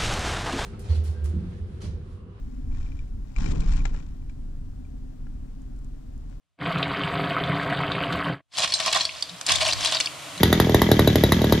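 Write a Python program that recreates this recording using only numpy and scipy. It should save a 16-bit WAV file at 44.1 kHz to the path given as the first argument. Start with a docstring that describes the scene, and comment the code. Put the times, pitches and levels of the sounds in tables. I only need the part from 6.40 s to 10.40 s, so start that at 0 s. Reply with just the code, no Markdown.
"""Curry simmers in a wide pan: small bubbles pop, larger ones gurgle through the pan's low resonances.
It fades at 2 s. Then a hand twice turns over wet snail shells in a pan: they grind, tumble in short
runs and clack against each other and the bottom, each knock ringing a shell's few modes.
Behind them are the soft hiss of a small kitchen, a low rumble of moving air and two soft bumps."""
import sys
import numpy as np
from scipy import signal
from scipy.fft import rfft, irfft, next_fast_len
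from scipy.io import wavfile
from scipy.ndimage import uniform_filter1d

SR = 44100
rng = np.random.default_rng(int(sys.argv[2]) if len(sys.argv) > 2 else 0)


def transcribe(signal):
    """Save signal, clipped to [-1, 1], as a 16-bit WAV file at the path in sys.argv[1]."""
    frames = np.atleast_2d(signal).T
    limited = np.clip(frames, -1, 1)
    pcm = np.round(limited * 32767).astype(np.int16)
    wavfile.write(sys.argv[1], SR, pcm)


N = 176400
T = np.arange(N) / SR

# small-bubble spectrum: f/Hz, level/dB
BUBBLE_COLOUR = [(30, 2.5), (90, -2.5), (340, -12), (700, 0), (830, -5.5), (1080, 0.5), (1400, 0.5),
                 (2400, -7), (2850, -6.5), (3900, -14), (4750, -22), (5700, -42), (7400, -38), (8400, -36),
                 (9800, -42.5), (15000, -44.5)]
# bursts of the largest bubbles: t/s, level/dB, f/Hz
POPS = [(.359, -13.5, 1340), (.428, -9.5, 2770), (.430, -8, 3800), (0.508, -16, 1320), (.636, -12.5, 2830),
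        (0.796, -15.5, 1240), (0.9664, -9.5, 1280), (1.038, -14, 3500), (1.198, -14.5, 1680),
        (1.326, -14, 1566), (1.435, -13.5, 1350), (1.519, -11.5, 3730), (1.637, -12.5, 2880),
        (1.724, -17.5, 1440)]
# sauce spits: t/s, level/dB
SPITS = [(0.323, -31), (.383, -27), (0.898, -32.5), (1.039, -36), (1.232, -32.5), (1.299, -32.5),
         (1.516, -31.5), (1.726, -24.5)]
# spit spectrum: f/Hz, level/dB
SPIT_COLOUR = [(800, -9.5), (2500, 1), (4200, 5), (5700, -15.5), (8400, -16.5), (15000, -32.5)]
POP_T60_CYCLES, POP_TOP_HZ, SPIT_DECAY_S = 22.8, 4500, .004

def bubbles():
    """Small bubbles ring briefly and crackle, the largest burst, the sauce spits."""
    fizz = grains(per_s=2400, spread_db=3.5, t60_cycles=13.2)
    crackle = from_db(-9.5) * rms_one(clicks(per_s=6000, spread_db=2.4))
    small = from_db(-30) * rms_one(colour(fizz + crackle, BUBBLE_COLOUR))
    pops, spits, t = np.zeros(N), np.zeros(N), T[:SR // 20]
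    for s, db, hz in POPS:
        add(pops, s, tone(t, hz, db, POP_T60_CYCLES / hz))
    for s, db in SPITS:
        add(spits, s, from_db(db + 4) * rng.standard_normal(len(t)) * np.exp(-t / SPIT_DECAY_S))
    return small + lowpass(pops, POP_TOP_HZ, order=6) + colour(spits, SPIT_COLOUR)


# simmer envelope: t/s, level/dB
SIMMER_LEVEL = [(0.17, -65), (0.19, -21.5), (0.215, -6.5), (0.25, -0.5), (0.6, 0), (1.0, 0), (1.88, 0.5),
                (1.94, -5.5), (1.975, -21), (2.01, -30.5), (2.025, -76.5)]
# full-pan resonances: f/Hz, level/dB, t60/s
FULL_PAN_MODES = [(84.7, -44, 0.16), (139.8, -34, 0.12), (163, -34.5, 0.13), (282, -37, 0.14),
                  (401, -41.5, 0.12), (522.6, -43, 0.058), (691, -37.5, 0.067)]

def simmer():
    """Bubbles with short reflections; large ones shake the full pan into a gurgle. Mono."""
    direct = bubbles()
    gurgle = resonate(clicks(per_s=220, spread_db=2), FULL_PAN_MODES)
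    wet = from_db(-4.5)
    bubbling = (direct + wet * echoes(direct, t60=0.094)) / np.hypot(1, wet)
    return level(SIMMER_LEVEL) * (bubbling + gurgle)


# shell resonances: f/pitch, level/dB, t60/s
SHELL_MODES = [(.81, -4.5, .017), (1, 1, .02), (1.13, -3, .019), (1.32, -14.5, 0.029),
               (1.932, -14.5, 0.017)]

def shell(hz):
    """One unit-energy knock; no two shells have quite the same modes."""
    knock = np.zeros(900)
    for ratio, db, t60 in SHELL_MODES:
        mode = tone(T[:900], hz * ratio * rng.normal(1, .03), db + rng.normal(0, 1), t60)
        knock += mode * rng.choice([-1, 1])
    return knock / np.linalg.norm(knock)


# steady grinding under the hand: t/s, level/dB
GRIND_LEVEL = [(2.08, -110), (2.125, -47), (2.18, -29), (2.29, -31.5), (2.37, -33), (2.43, -29),
               (2.62, -30), (2.70, -42), (2.78, -39), (2.86, -46.5), (3.05, -50), (3.09, -19.5),
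               (3.19, -30.5), (3.3, -38), (3.36, -39), (3.42, -25.5), (3.58, -36.5), (3.66, -37.5),
               (3.72, -92), (4, -97)]
# runs of tumbling shells: t/s, length/s, rattle level/dB, pan level/dB
TUMBLES = [(2.176, 0.057, -25.5, -34.5), (2.228, 0.02, -21.5, -29.5), (2.396, .012, -28, -32.5),
           (2.459, 0.023, -24, -26.5), (2.525, 0.006, -20, -39.5), (2.545, 0.026, -21.5, -26),
           (2.583, 0.036, -32.5, -61), (3.09, 0.034, -30, -36.5), (3.147, 0.0067, -24, -55),
           (3.204, .026, -21.5, -29), (3.245, 0.059, -22.5, -33.5), (3.45, 0.043, -27.5, -54),
           (3.511, 0.05, -26, -37.5)]
# bare-contact spectrum: f/Hz, level/dB
SCRAPE_COLOUR = [(60, -17.5), (130, -18.5), (420, -20), (620, -7), (1400, -4.5), (2300, -3), (3000, -1.5),
                 (4700, 2), (6000, -5), (8000, -9), (10000, -15), (11500, -24), (15000, -36.5)]
# resonances of the almost empty pan: f/Hz, level/dB, t60/s
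PAN_MODES = [(135, -20, 0.032), (304, -29.5, 0.21), (643, -6, 0.058), (725, -7, 0.044), (1060, -4, 0.032),
             (1140, -9, 0.027), (1867, -10.5, 0.045), (2440, -8.5, 0.068)]
TUMBLE_ATTACK_S, TUMBLE_RELEASE_S, GRIND_PAN_DB = 0.0012, 0.0047, -13.5
SHELL_HZ, SHELL_SPREAD_OCTAVES = 3823, .3

def stirring():
    """Shells of many sizes knock, scrape and drum on the pan, swelling with each tumble."""
    rattle_power = level(GRIND_LEVEL) ** 2
    pan_power = rattle_power * from_db(GRIND_PAN_DB) ** 2
    for s, length, rattle_db, pan_db in TUMBLES:
        attack = np.clip((T - s) / TUMBLE_ATTACK_S + .5, 0, 1)
        run = attack * np.exp(-np.maximum(T - s - length, 0) / TUMBLE_RELEASE_S)
        rattle_power += (from_db(rattle_db) * run) ** 2
        pan_power += (from_db(pan_db) * run) ** 2
    contacts = steadied(clicks(per_s=600, spread_db=3.5))
    grit = steadied(grains(per_s=4200, spread_db=3.2, t60_cycles=17)) + from_db(-3) * contacts
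    scrape = rms_one(colour(grit * np.sqrt(rattle_power), SCRAPE_COLOUR)) * np.sqrt(rattle_power.mean())
    pan = resonate(contacts * np.sqrt(pan_power), PAN_MODES) * np.sqrt(pan_power.mean())
    octaves = SHELL_SPREAD_OCTAVES * np.clip(rng.standard_normal(150), -2, 2)
    heap = [shell(hz) for hz in SHELL_HZ * 2 ** octaves]
    struck, knocks = rng.integers(0, len(heap), N), np.zeros(N)
    for i in np.flatnonzero(contacts):
        add(knocks, T[i], contacts[i] * np.sqrt(rattle_power[i]) * heap[struck[i]])
    return from_db(-4) * knocks + from_db(-3.5) * scrape + pan


# hard clacks: t/s, level/dB, f/Hz, crunch re ring/dB
CLACKS = [(2.169, -34, 3370, 1), (2.185, -26.5, 4000, 16), (2.3212, -23.5, 4210, -9),
          (2.338, -19.5, 4500, -30), (2.4005, -26.5, 3380, 5), (2.4603, -27, 3060, 5),
          (2.527, -20.5, 3400, 14), (2.608, -21, 3980, -25), (2.6514, -20.5, 4170, -8),
          (2.6912, -32.5, 2570, -20), (2.823, -22.5, 4430, -5.5), (2.8938, -37, 3820, -8),
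          (3.011, -31, 4240, 27), (3.064, -21, 5440, 9), (3.0875, -26, 2830, -1), (3.119, -17.5, 3800, 10),
          (3.1553, -18.5, 3460, 1), (3.211, -23.5, 2880, 0), (3.278, -31, 4500, 18),
          (3.309, -26, 3760, -13), (3.324, -22.5, 4200, -13), (3.331, -21, 4610, 3),
          (3.4467, -19.5, 3400, 4), (3.457, -22, 3950, -3), (3.523, -23.5, 3570, 1),
          (3.545, -25.5, 4500, -29), (3.5682, -24, 3920, -15), (3.601, -21, 2900, 3),
          (3.608, -22.5, 4260, -23), (3.6574, -25, 4440, -8), (3.67, -29.5, 2820, -9),
          (3.9765, -33.5, 3760, 2)]
# crunch spectrum: f/Hz, level/dB
CRUNCH_COLOUR = [(100, -17.5), (420, -22), (620, -5.5), (2200, -2), (3300, 3), (5000, 2.5), (8500, -1),
                 (10500, -7), (12000, -17.5), (15000, -17)]
# pan-wall resonances: f/Hz, level/dB, t60/s
PING_MODES = [(4100, -18, 0.1), (4520, -35, .04), (5400, -25.5, 0.13), (6460, -26, 0.066),
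              (7600, -30.5, 0.16), (8300, -31, 0.14)]
CRUNCH_DECAY_S, BOUNCE_S, BOUNCE_DB, PING_AT_S = 0.00092, 0.0046, -8, 2.3385

def clacks():
    """Each falling shell crunches briefly, rings and bounces once; one pings the pan's wall."""
    rings, crunches = np.zeros(N), np.zeros(N)
    for s, db, hz, crunch_db in CLACKS:
        strength = from_db(db) * np.sqrt(SR / 100) / np.hypot(1, from_db(crunch_db))  # level over 10 ms
        knock = shell(hz)
        bounce_s = BOUNCE_S * rng.uniform(.5, 1.5)
        for delay, gain in ((0, strength), (bounce_s, strength * from_db(BOUNCE_DB))):
            crunch = rng.standard_normal(400) * np.exp(-T[:400] / CRUNCH_DECAY_S)
            add(rings, s + delay, gain * knock)
            add(crunches, s + delay, gain * from_db(crunch_db) * crunch / np.linalg.norm(crunch))
    add(rings, PING_AT_S, sum(tone(T[:SR // 8], *mode) for mode in PING_MODES))
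    return rings + colour(crunches, CRUNCH_COLOUR)


# pan-wall reflections: delay/s
WALL_DELAYS_S = [.00023, .00051, .00094]
WIDTH, PLACES_PER_S, ROOM_T60_S, ROOM_DB = 0.86, 150, 0.26, -10

def in_pan(x):
    """The pan's wall scatters each contact, left or right; the kitchen reverberates."""
    x = lowpass(x, hz=11300, order=3)
    place = rms_one(np.interp(T * PLACES_PER_S, np.arange(1000), rng.uniform(-1, 1, 1000)))
    room_send = from_db(ROOM_DB) * lowpass(x, hz=6000, order=1)
    side = WIDTH * place * scatter(x, WALL_DELAYS_S[1:]) + echoes(room_send, ROOM_T60_S)
    mid = scatter(x, WALL_DELAYS_S) + echoes(room_send, ROOM_T60_S)
    return stereo(mid, side) * from_db([[.3], [-.3]])


# hiss envelope: t/s, level/dB
HISS_LEVEL = [(2.08, -86.5), (2.18, -49), (2.7, -48), (3.0, -45), (3.3, -38.5), (3.75, -40), (4, -38.5)]
# hiss spectrum: f/Hz, level/dB
HISS_COLOUR = [(30, -28), (90, 2), (140, 7.5), (220, -6.5), (290, 5.5), (370, -7), (650, 5.5), (850, -1),
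               (1100, 4.5), (1600, -1.5), (3200, 2), (5500, -6), (9000, -8), (12000, -16.5), (15000, -29.5)]

def kitchen_hiss():
    """Soft room noise that enters with the shells and grows."""
    mid, side = rms_one(colour(rng.standard_normal((2, N)), HISS_COLOUR))
    return level(HISS_LEVEL) * stereo(mid, from_db(-1) * side)


# rumble envelope: t/s, level/dB
RUMBLE_LEVEL = [(2.1, -82), (2.2, -49), (2.6, -48), (3.04, -67), (3.12, -36.5), (3.35, -36), (3.5, -46),
                (4, -73)]
RUMBLE_LOW_HZ, RUMBLE_HIGH_HZ = 59, 113

def rumble():
    """Air moved by the hand close by, different left and right."""
    band = signal.butter(2, [RUMBLE_LOW_HZ, RUMBLE_HIGH_HZ], "band", fs=SR, output="sos")
    mid, side = rms_one(signal.sosfilt(band, rng.standard_normal((2, N))))
    return level(RUMBLE_LEVEL) * (from_db(-10) * mid + side * np.array([[1], [-1]]))


# low bumps: t/s, f/Hz, level/dB
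THUDS = [(2.935, 174, -40.5), (3.99, 179.5, -39.5)]
THUD_HALF_WIDTH_S = 0.023

def thuds():
    """Soft bumps in the pauses: low sines under bell-shaped envelopes."""
    return sum(from_db(db) * np.exp(-((T - s) / THUD_HALF_WIDTH_S) ** 2) * np.sin(2 * np.pi * hz * T)
               for s, hz, db in THUDS)


# side-channel response: f/Hz, level/dB
SIDE_COLOUR = [(60, 1), (250, -15), (600, -4.5), (3000, -7), (4500, -9), (7000, 0.5), (14000, 2.5)]

def stereo(mid, side):
    """Low mids stay central, treble spreads."""
    return mid + colour(side, SIDE_COLOUR) * np.array([[1], [-1]])


def echoes(x, t60):
    """Dense decaying reflections at the power of the source."""
    t = T[:SR // 2]
    tail = rng.standard_normal(len(t)) * from_db(-60 * t / t60) * (t > .0005)
    return signal.fftconvolve(x, tail / np.linalg.norm(tail))[:N]


def scatter(x, delays_s, echo_gain=0.53):
    """All-pass echoes smear each click without colouring it."""
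    for delay in delays_s:
        taps = np.r_[1, np.zeros(int(delay * SR)), echo_gain]
        x = signal.lfilter(taps[::-1], taps, x)
    return x


def clicks(per_s, spread_db):
    """Random clicks, many weak, a few strong."""
    sizes = from_db(spread_db * np.minimum(rng.exponential(1, N), 4.5))
    return sizes * rng.choice([-1, 1], N) * (rng.random(N) < per_s / SR)


def grains(per_s, spread_db, t60_cycles):
    """Short rings at random pitches, even over the spectrum."""
    births, pitches_hz = clicks(per_s, spread_db), np.geomspace(450, 13000, 36)
    pitch_index = rng.integers(0, len(pitches_hz), N)
    return rms_one(sum(np.sqrt(hz) * rms_one(ring(births * (pitch_index == k), hz, t60_cycles / hz))
                       for k, hz in enumerate(pitches_hz)))


def resonate(hits, modes):
    """Each hit drives each mode by a random amount; a second, shorter ring softens the attack."""
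    out = np.zeros(N)
    for hz, db, t60 in modes:
        ringing = ring(hits * rng.normal(1, 1, N), hz, t60)
        out += from_db(db) * rms_one(ring(ringing, hz, t60 / 5))
    return out


def ring(x, hz, t60):
    """Two-pole resonator: a click starts a damped tone."""
    r, w = from_db(-60 / (t60 * SR)), 2 * np.pi * hz / SR
    return signal.lfilter([.5, 0, -.5], [1, -2 * r * np.cos(w), r * r], x + 1e-18)


def tone(t, hz, db, t60):
    """Decaying sine."""
    return from_db(db - 60 * t / t60) * np.sin(2 * np.pi * hz * t)


def colour(x, points):
    """Minimum-phase filter through (f/Hz, level/dB) points."""
    size = next_fast_len(N + SR // 4, True) // 2 * 2
    hz, db = np.transpose(points)
    bins_hz = np.arange(size // 2 + 1) * SR / size
    gain = from_db(np.interp(np.log(bins_hz + 1), np.log(hz), db))
    cepstrum = irfft(np.log(gain))
    cepstrum[1:size // 2] *= 2  # fold onto positive time
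    cepstrum[size // 2 + 1:] = 0
    return irfft(rfft(x, size) * np.exp(rfft(cepstrum)))[..., :N]


def lowpass(x, hz, order):
    """Maximally flat low-pass."""
    return signal.sosfilt(signal.butter(order, hz, fs=SR, output="sos"), x)


def steadied(x):
    """Even out the power over 20 ms."""
    return x / np.sqrt(uniform_filter1d(x ** 2, size=900) + 1e-6)


def level(points):
    """Gain envelope from (t/s, level/dB) points."""
    return from_db(np.interp(T, *np.transpose(points)))


def from_db(db):
    """Decibels to gain."""
    return 10 ** (np.asarray(db) / 20)


def rms_one(x):
    """Scale to unit power."""
    return x / np.sqrt(np.mean(x ** 2) + 1e-20)


def add(out, s, sound):
    """Mix a short sound in at time s."""
    i = int(s * SR)
    out[i:i + len(sound)] += sound[:N - i]


def scene():
    """The simmer, then the shells over the kitchen background."""
    return simmer() + in_pan(stirring() + clacks()) + kitchen_hiss() + rumble() + thuds()


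def record(dry):
    """Rounded peaks, steep treble cut."""
    rounded = .9 * np.tanh(dry / .9)
    stop_db, stop_hz = 70, 16400
    return signal.sosfilt(signal.cheby2(14, stop_db, stop_hz, fs=SR, output="sos"), rounded)


dry = scene()
out = record(dry)
transcribe(out)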